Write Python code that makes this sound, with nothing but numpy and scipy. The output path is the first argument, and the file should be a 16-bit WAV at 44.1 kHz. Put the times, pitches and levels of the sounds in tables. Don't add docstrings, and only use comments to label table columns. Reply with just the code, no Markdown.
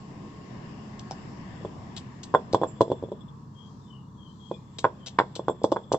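import sys
import numpy as np
from scipy import signal
from scipy.fft import rfft, irfft, next_fast_len
from scipy.io import wavfile
from scipy.ndimage import uniform_filter1d

SR = 44100
rng = np.random.default_rng(int(sys.argv[2]) if len(sys.argv) > 2 else 0)


def master(y):
    cut = np.clip(np.atleast_2d(y).T, -1, 1)
    pcm = np.round(cut * 32767)
    wavfile.write(sys.argv[1], SR, pcm.astype(np.int16))


N = 263718
TIME = np.arange(N) / SR

# time in seconds, firing rate in Hz.
ENGINE_SPEED = [(0, 33.5), (1.5, 31.5), (3.0, 34.5), (4.2, 33.5), (5.98, 32.5)]
# multiple of the firing rate, level in dB.
ENGINE_ORDERS = [(2, -59.5), (3, -55.5), (4, -49), (5, -60.5), (6, -52), (7, -66), (9, -66.5), (13, -67)]
# pitch in Hz, level in dB before the fade settings below.
WHINE_LINES = [(214, -52), (1080, -60.5)]
WHINE_DB, WHINE_REST_DB = 3.5, -20
WHINE_HOLD_S, WHINE_FADE_DB_PER_S = 1, 23

# pitch in Hz, relative level in dB.
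RUMBLE_COLOUR = [(25, -20), (52, -18), (75, -5), (115, 3), (210, 2.5), (280, -6), (360, -12.5),
                 (500, -18.5), (720, -25.5), (950, -11.5), (1100, -12), (1400, -28.5), (1750, -31.5),
                 (2300, -63.5)]
# pitch in Hz, relative level in dB.
HISS_COLOUR = [(180, 0.5), (300, 8), (520, -3), (780, 1), (920, -9.5), (1080, -5.5), (1380, -14),
               (1750, -6.5), (2400, -17), (2780, -13.5), (3100, -17.5), (4100, -25), (5250, -18),
               (6000, -23.5), (7500, -26), (9000, -59.5)]
# pitch in Hz, relative level in dB.
LEAVES_COLOUR = [(1500, -19), (2400, -25.5), (3500, 0), (4200, 1), (5500, -1), (6000, 2.5), (7500, -4.5),
                 (9000, -16)]
# time in seconds, level in dB before the layer gain.
RUMBLE_LEVEL = [(0.0, -44.5), (1.91, -43), (5.33, -49), (5.98, -46.5)]
# time in seconds, level in dB before the layer gain.
HISS_LEVEL = [(0.0, -62), (1.4, -59), (2.71, -66), (3.43, -77.5), (3.85, -78.5), (4.3, -87), (4.81, -71),
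              (5.01, -69.5), (5.98, -78)]
RUMBLE_GAIN_DB, HISS_GAIN_DB = -0.5, 11
# middle in seconds, reach in time in seconds, rise above their rest in dB.
RUSTLES = [(3.75, .15, 8.5), (4.48, 0.26, 6.5)]
# pitch in Hz, left minus right in dB.
AIR_BALANCE = [(100, 0), (500, 2), (1050, 2), (1550, 1), (2100, 10.5), (3500, 11.5), (4700, 12), (5700, 7),
               (6500, 0.5), (7100, -16.5), (7500, -18)]
# pitch in Hz, squared likeness (no unit)
AIR_LIKENESS = [(60, 0.97), (120, 0.87), (240, 0.81), (470, 0.22), (940, 0.13), (1870, -0.83), (3710, 0.05),
                (7380, -0.49)]

# start in seconds, length in seconds, first pitch in Hz,
# last pitch in Hz, level in dB.
WHISTLES = [(2.667, 0.021, 7500, 6900, -44), (3.539, 0.13, 3207, 3260, -56.5),
            (3.799, 0.117, 3750, 3370, -68), (3.862, 0.13, 3130, 2800, -56), (4.159, .16, 3320, 3073, -58),
            (4.381, 0.124, 3304, 3170, -58), (4.485, 0.078, 2550, 2383, -62.5),
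            (4.975, 0.13, 3204, 3000, -61.5)]

# start in seconds, level in dB.
BOWL_TAPS = [(1.1105, -28), (1.1185, -32)]
# pitch in Hz, level in dB, time to fade by 60 dB in seconds.
BOWL_MODES = [(790, 1, 0.042), (714, -10, 0.09), (1190, -29, 0.023), (2340, -15, 0.011), (5330, -5, 0.017),
              (5500, -10.5, 0.017), (5970, -14, 0.016)]

# start in seconds, level in dB,
# upper rings against lower ones in dB.
CLINKS = [(3.208, -53.5, -9), (3.283, -56, -17), (4.54, -47, -20), (5.356, -51, 9.5), (5.5, -49, 9),
          (5.835, -55, -17)]
# pitch in Hz, level in dB, time to fade by 60 dB in seconds.
BANGLE_MODES = [(3263, -10.5, 0.1), (3420, 2, 0.053), (3564, -8.5, 0.056), (5250, -25, 0.43),
                (5370, -23.5, 0.2), (7500, -5, 0.07), (7450, -7, 0.064), (11400, 13.5, 0.081)]
JOLT_DB, JOLT_SLOPE, JOLT_UPPER_DB = -38, 0.87, -8.0
SLIDE_DB, SLIDE_REST_DB, SLIDE_S = -64, -75, 0.12

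# start in seconds, level in dB, length in seconds,
# tilt in dB per octave.
CRUNCHES = [(0.993, -36.5, 0.0038, 1.5), (1.964, -35, 0.018, -3.5), (2.2315, -32.5, 0.0099, 0),
            (2.528, -32.5, 0.0066, -3.5), (2.5438, -29.5, 0.0052, -3.5), (2.814, -28, 0.003, -2.5),
            (4.785, -30.5, 0.0084, -3), (5.061, -36.5, 0.024, -3), (5.186, -18, 0.006, -22),
            (5.353, -34, 0.013, -1.5), (5.634, -35, 0.016, 3.5), (5.717, -35, 0.0097, 0.5),
            (5.922, -27.5, 0.012, 1)]
# pitch in Hz, relative level in dB.
CRUNCH_COLOUR = [(60, -51.5), (300, -10), (650, -10.5), (1000, -14), (2200, -13.5), (3000, -6), (3800, -2),
                 (5400, -0.5), (6600, -5), (7600, -7), (11000, 7), (14000, -4)]
GRIT_DB, GRIT_LEAD_S, GRIT_S, GRIT_TILT_DB = -40, 0.002, 0.0058, -4.5

# pitch in Hz, width in Hz, level in dB.
STONE_MODES = [(118, 29, -5.5), (243, 600, -11), (385, 58, -5.5), (541, 334, 3), (862, 264, -1.5),
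               (1019, 202, 9), (1537, 510, 4), (1690, 250, -5), (1880, 210, -6), (2600, 170, -2.5),
               (3250, 1000, -3)]
# start in seconds, level in dB,
# hardness in Hz (the push is weak above this pitch), delay of the other end in seconds,
# level of the other end against the first in dB.
BLOWS = [(1.612, -35.5, 650, 0.0048, -13), (1.65, -19.5, 692, 0.00496, -8.5),
         (2.3411, -5, 1060, .0077, 4.5), (2.5353, -11, 646, .0112, 9.5), (2.6161, -13, 700, 0.00622, -1),
         (2.6348, -8.5, 1020, .0094, -7.5), (2.8094, -1, 818, .009, -5), (2.8806, -24, 660, .008, -19),
         (2.902, -17, 555, .008, -5), (2.918, -10, 700, 0.00743, -10), (3.0271, -20.5, 560, .0108, 0.5),
         (3.088, -30.5, 550, .005, -11), (3.119, -21, 590, 0.00503, -1), (4.514, -17.5, 730, 0.00594, -10),
         (4.789, -34, 753, 0.00484, -6), (4.844, -4.5, 1355, .0075, -1.5), (5.1888, -1.5, 1580, .0115, -4),
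         (5.3645, -28, 704, 0.0063, -14), (5.3949, -17, 710, .006, -18.5), (5.4835, -6, 987, .0138, -7.5),
         (5.6181, -28, 613, 0.0045, -6), (5.643, -3.5, 790, 0.00367, -8), (5.72, -11, 730, .0035, 3.5),
         (5.7624, -15, 1030, 0.00537, 1), (5.919, -9, 826, .005, -21), (5.9372, -11, 778, .0076, 3.5)]
ROCK_SHRINK, ROCK_LOSS_DB = 0.85, 9.0
HARDNESS_POWER = 0.25

# pitch in Hz, relative level in dB.
SCATTER_COLOUR = [(120, -8), (400, 5), (1000, -2), (1800, -5), (3500, -0.5), (7500, 3.5)]
# pitch in Hz, side minus middle in dB.
SCATTER_SIDE = [(150, -29.5), (500, -9.5), (1200, -3), (3000, 1), (7500, -11.5)]
# pitch in Hz, left minus right in dB.
NEAR_BALANCE = [(100, 1), (500, -0.8), (1100, -3.5), (1800, -1), (2700, 11.5), (3400, 17.5), (5300, 4),
                (6500, 3.5), (7500, -15.5), (9000, -0.5)]
# pitch in Hz, lead of the left side in radians.
NEAR_PHASE = [(500, 0), (1100, 0.39), (1900, 1.58), (3300, -1.06), (5300, -1.64), (7500, -1.83)]
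TREBLE_EDGE_HZ, TOP_HZ = 7850, 15700


def undb(db):
    return 10 ** (np.asarray(db) / 20)


def unit(x):
    return x / np.sqrt(np.mean(x ** 2))


def bins(size):
    return np.maximum(np.arange(size // 2 + 1) * SR / size, 1)


def along(points, hz):
    f, value = np.transpose(points)
    return np.interp(np.log(hz), np.log(f), value)


def colour(x, points, tilt_db=0):
    hz = bins(len(x))
    tilt = tilt_db * np.log2(np.clip(hz, 1500, 8000) / 4000)
    return irfft(rfft(x) * undb(along(points, hz) + tilt), len(x))


def add(track, s, sound):
    start = max(int(s * SR), 0)
    track[start:start + len(sound)] += sound[:max(N - start, 0)]


def walk(rate):
    hold = max(int(SR / rate), 1)
    steps = np.repeat(rng.standard_normal(N // hold + 1), hold)
    smooth = uniform_filter1d(uniform_filter1d(steps, hold), hold)
    return unit(smooth[:N])


def fade(t, t60):
    return np.exp(-np.log(1000) * t / t60)


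def swell(s, reach_s):
    return np.exp(-((TIME - s) / reach_s) ** 2)


def ring(modes, upper_db=0, detune=0.0019):
    t = TIME[:SR // 3]
    lowest = modes[0][0]
    out = np.zeros(len(t))
    for hz, db, t60 in modes:
        level = undb(db + upper_db * (hz > 2 * lowest))
        tuned_hz = hz * (1 + detune * rng.standard_normal())
        out += level * fade(t, t60) * np.sin(2 * np.pi * tuned_hz * t)
    return out


def engine(waver_db=0.5, smear=0.45):
    phase = 2 * np.pi * np.cumsum(np.interp(TIME, *np.transpose(ENGINE_SPEED))) / SR
    out = np.zeros(N)
    for k, db in ENGINE_ORDERS:
        level = undb(db + waver_db * walk(11))
        drift = smear * walk(9) + 2 * np.pi * rng.random()
        out += level * np.sin(round(k) * phase + drift)
    return out


def whine(waver=0.0012, waver_db=2.5):
    lines = np.zeros(N)
    for hz, db in WHINE_LINES:
        level = undb(db + waver_db * walk(11))
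        wavering_hz = hz * (1 + waver * walk(33))
        lines += level * np.sin(2 * np.pi * np.cumsum(wavering_hz) / SR)
    drop_db = WHINE_FADE_DB_PER_S * np.maximum(TIME - WHINE_HOLD_S, 0)
    return lines * undb(np.maximum(WHINE_DB - drop_db, WHINE_REST_DB))


def air_noise(points):
    hz = bins(N)
    like = np.sqrt(np.clip(along(AIR_LIKENESS, hz), 0, 1))
    mid, side = (rfft(colour(rng.standard_normal(N), points)) for _ in range(2))
    channels = []
    for sign in (1, -1):
        blend = mid * np.sqrt(1 + like) + sign * side * np.sqrt(1 - like)
        channels.append(irfft(blend * undb(sign * along(AIR_BALANCE, hz) / 2), N))
    pair = np.array(channels)
    return pair / np.std(pair.mean(axis=0))


def shimmer(pair, depth_db, rate, count=20):
    size = next_fast_len(N)
    place = np.clip(bins(size) / TREBLE_EDGE_HZ, 0, 1) * (count - 1)
    spectrum = rfft(pair, size)
    out = np.zeros((2, N))
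    for k in range(count):
        share = np.maximum(1 - np.abs(place - k), 0)
        band = irfft(spectrum * share, size)[:, :N]
        out += band * undb(depth_db * walk(rate))
    return out


def air(leaves_db=-76.5, shimmer_db=2.0, shimmer_rate=11.0):
    rumble_db = np.interp(TIME, *np.transpose(RUMBLE_LEVEL)) + RUMBLE_GAIN_DB
    hiss_db = np.interp(TIME, *np.transpose(HISS_LEVEL)) + HISS_GAIN_DB
    stir_db = sum(db * swell(s, reach_s) for s, reach_s, db in RUSTLES)
    hiss = air_noise(HISS_COLOUR) * undb(hiss_db)
    leaves = air_noise(LEAVES_COLOUR) * undb(leaves_db + stir_db + 0.98 * walk(15.0))
    rumble = air_noise(RUMBLE_COLOUR) * undb(rumble_db + 0.88 * walk(11))
    return rumble + shimmer(hiss + leaves, shimmer_db, shimmer_rate)


def bird(waver=0.014, flutter_db=1.0, scatter_t60=0.24):
    out, t = np.zeros(N), TIME[:SR // 3]
    wobble, flutter = 1 + waver * walk(500), undb(flutter_db * walk(90))
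    for s, length, start_hz, end_hz, db in WHISTLES:
        progress = np.clip((TIME - s) / length, 0, 1)
        hz = (start_hz + (end_hz - start_hz) * progress) * wobble
        tone = np.sin(2 * np.pi * np.cumsum(hz) / SR)
        out += undb(db) * np.sin(np.pi * progress) * flutter * tone
    scatter = unit(rng.standard_normal(len(t)) * fade(t, scatter_t60)) / np.sqrt(len(t))
    return signal.fftconvolve(out, scatter)[:N]


def bowl(scuff_db=-13.5, scuff_t60=0.045, scuff_tilt_db=-17.5, size=4096):
    out = np.zeros(N)
    for s, db in BOWL_TAPS:
        noise = unit(colour(rng.standard_normal(size), CRUNCH_COLOUR, scuff_tilt_db))
        scuff = noise * fade(TIME[:size], scuff_t60)
        add(out, s, undb(db) * ring(BOWL_MODES))
        add(out, s, undb(db + scuff_db) * scuff)
    return out


def bangles(rebound_db=-19.5, rebound_s=0.0064, rise_s=0.0014, uneven_db=2.5):
    out, onset = np.zeros(N), 1 - np.exp(-TIME[:SR // 3] / rise_s)
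    jolts = []
    for s, db, _, gap_s, second_db in BLOWS:
        heavier_s = s + gap_s * (second_db > 0)
        heavier_db = db + max(second_db, 0)
        jolts.append((heavier_s, JOLT_DB + JOLT_SLOPE * heavier_db, JOLT_UPPER_DB))
    for s, db, upper_db in jolts + CLINKS:
        add(out, s, undb(db) * onset * ring(BANGLE_MODES, upper_db))
        again_s = s + rebound_s * (0.5 + rng.random())
        add(out, again_s, undb(db + rebound_db) * onset * ring(BANGLE_MODES, upper_db))
    moving = np.max([swell(s, SLIDE_S) for s, *_ in BLOWS], axis=0)
    sliding = unit(signal.fftconvolve(rng.standard_normal(N), ring(BANGLE_MODES))[:N])
    slide_level = undb(SLIDE_REST_DB) + undb(SLIDE_DB) * moving
    return out + sliding * undb(uneven_db * walk(25)) * slide_level


def crunches(release_s=0.0021, rise_s=0.00088, size=4096):
    out, t = np.zeros(N), TIME[:size] - size / 8 / SR
    grit = [(s - GRIT_LEAD_S, db + GRIT_DB, GRIT_S, GRIT_TILT_DB) for s, db, *_ in BLOWS]
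    for s, db, length, tilt_db in CRUNCHES + grit:
        uneven = undb(3 * np.repeat(rng.standard_normal(size // 32), 32))
        grains = rng.standard_normal(size) * uneven
        press = np.clip(t / rise_s, 0, 1) * np.exp(-np.maximum(t - length, 0) / release_s)
        add(out, s + t[0], undb(db) * press * unit(colour(grains, CRUNCH_COLOUR, tilt_db)))
    return out


def rocking(s, db, hard_hz, gap_s, second_db, count=3):
    contacts, rel_db = [(s, db, hard_hz)], second_db
    for _ in range(count):
        s = s + gap_s
        contacts.append((s, db + rel_db, hard_hz * undb(rel_db) ** HARDNESS_POWER))
        gap_s = gap_s * ROCK_SHRINK
        rel_db = rel_db - ROCK_LOSS_DB * 1000 / hard_hz
    return contacts


def stone_body(hz, low_hz=68.4, ground_s=0.00196, ground_db=-14.5):
    body = np.zeros(len(hz), complex)
    for f, width, db in STONE_MODES:
        body += undb(db) * 1j * hz * width / (f ** 2 - hz ** 2 + 1j * hz * width)
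    body = body / (1 + (low_hz / hz) ** 4)
    return body * (1 + undb(ground_db) * np.exp(-2j * np.pi * hz * ground_s))


def knocks(steepness=5.4, rough_db=-11.0, rough_s=0.0043, rough_reach=1.256, rough_power=1.2, size=8192):
    out, hz = np.zeros(N), bins(size)
    body = stone_body(hz)
    for blow in BLOWS:
        for s, db, hard_hz in rocking(*blow):
            push = irfft(-body / (1 + (hz / hard_hz) ** steepness))
            noise = rng.standard_normal(size) * np.exp(-TIME[:size] / rough_s)
            grains = rfft(unit(noise)) / np.sqrt(size)
            grate = irfft(body * grains / (1 + (hz / (rough_reach * hard_hz)) ** steepness))
            bare = (hard_hz / 1000) ** rough_power
            knock = (push + undb(rough_db) * bare * grate) / np.abs(push).max()
            add(out, s - size / 2 / SR, undb(db) * np.roll(knock, size // 2))
    return out


def yard(x, near_db=-11.0, near_t60=0.099, far_db=-29.5, far_t60=0.83, gap_s=0.0028):
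    t = TIME[:SR // 2]
    onset = np.clip(t / gap_s - 1, 0, 1)
    early, late = (unit(onset * fade(t, t60)) / np.sqrt(len(t)) for t60 in (near_t60, far_t60))
    spread = undb(near_db) * early + undb(far_db) * late
    mid, side = (colour(rng.standard_normal(len(t)), SCATTER_COLOUR) for _ in range(2))
    side = colour(side, SCATTER_SIDE)
    return np.array([x + signal.fftconvolve(x, spread * (mid + sign * side))[:N] for sign in (1, -1)])


def ports(pair):
    hz = bins(N)
    half = undb(along(NEAR_BALANCE, hz) / 2) * np.exp(0.5j * along(NEAR_PHASE, hz))
    return irfft(rfft(pair) * np.array([half, 1 / half]), N)


def scene():
    background = engine() + whine() + air()
    work = yard(bowl() + bangles() + crunches() + knocks())
    ending = np.clip((TIME[-1] - TIME) * SR / 64, 0, 1)
    return background + ports(work * ending + bird())


def record(dry, shelf_db=-38.0, self_noise_db=-84.5):
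    treble_cut = signal.ellip(8, 0.1, 50, TREBLE_EDGE_HZ, fs=SR, output="sos")
    narrow = signal.sosfiltfilt(treble_cut, dry)
    self_noise = undb(self_noise_db) * rng.standard_normal(dry.shape)
    clipped = np.clip(narrow + undb(shelf_db) * (dry - narrow) + self_noise, -1, 1)
    top_cut = signal.ellip(8, 0.1, 70, TOP_HZ, fs=SR, output="sos")
    return signal.sosfilt(top_cut, clipped)


dry = scene()
out = record(dry)
master(out)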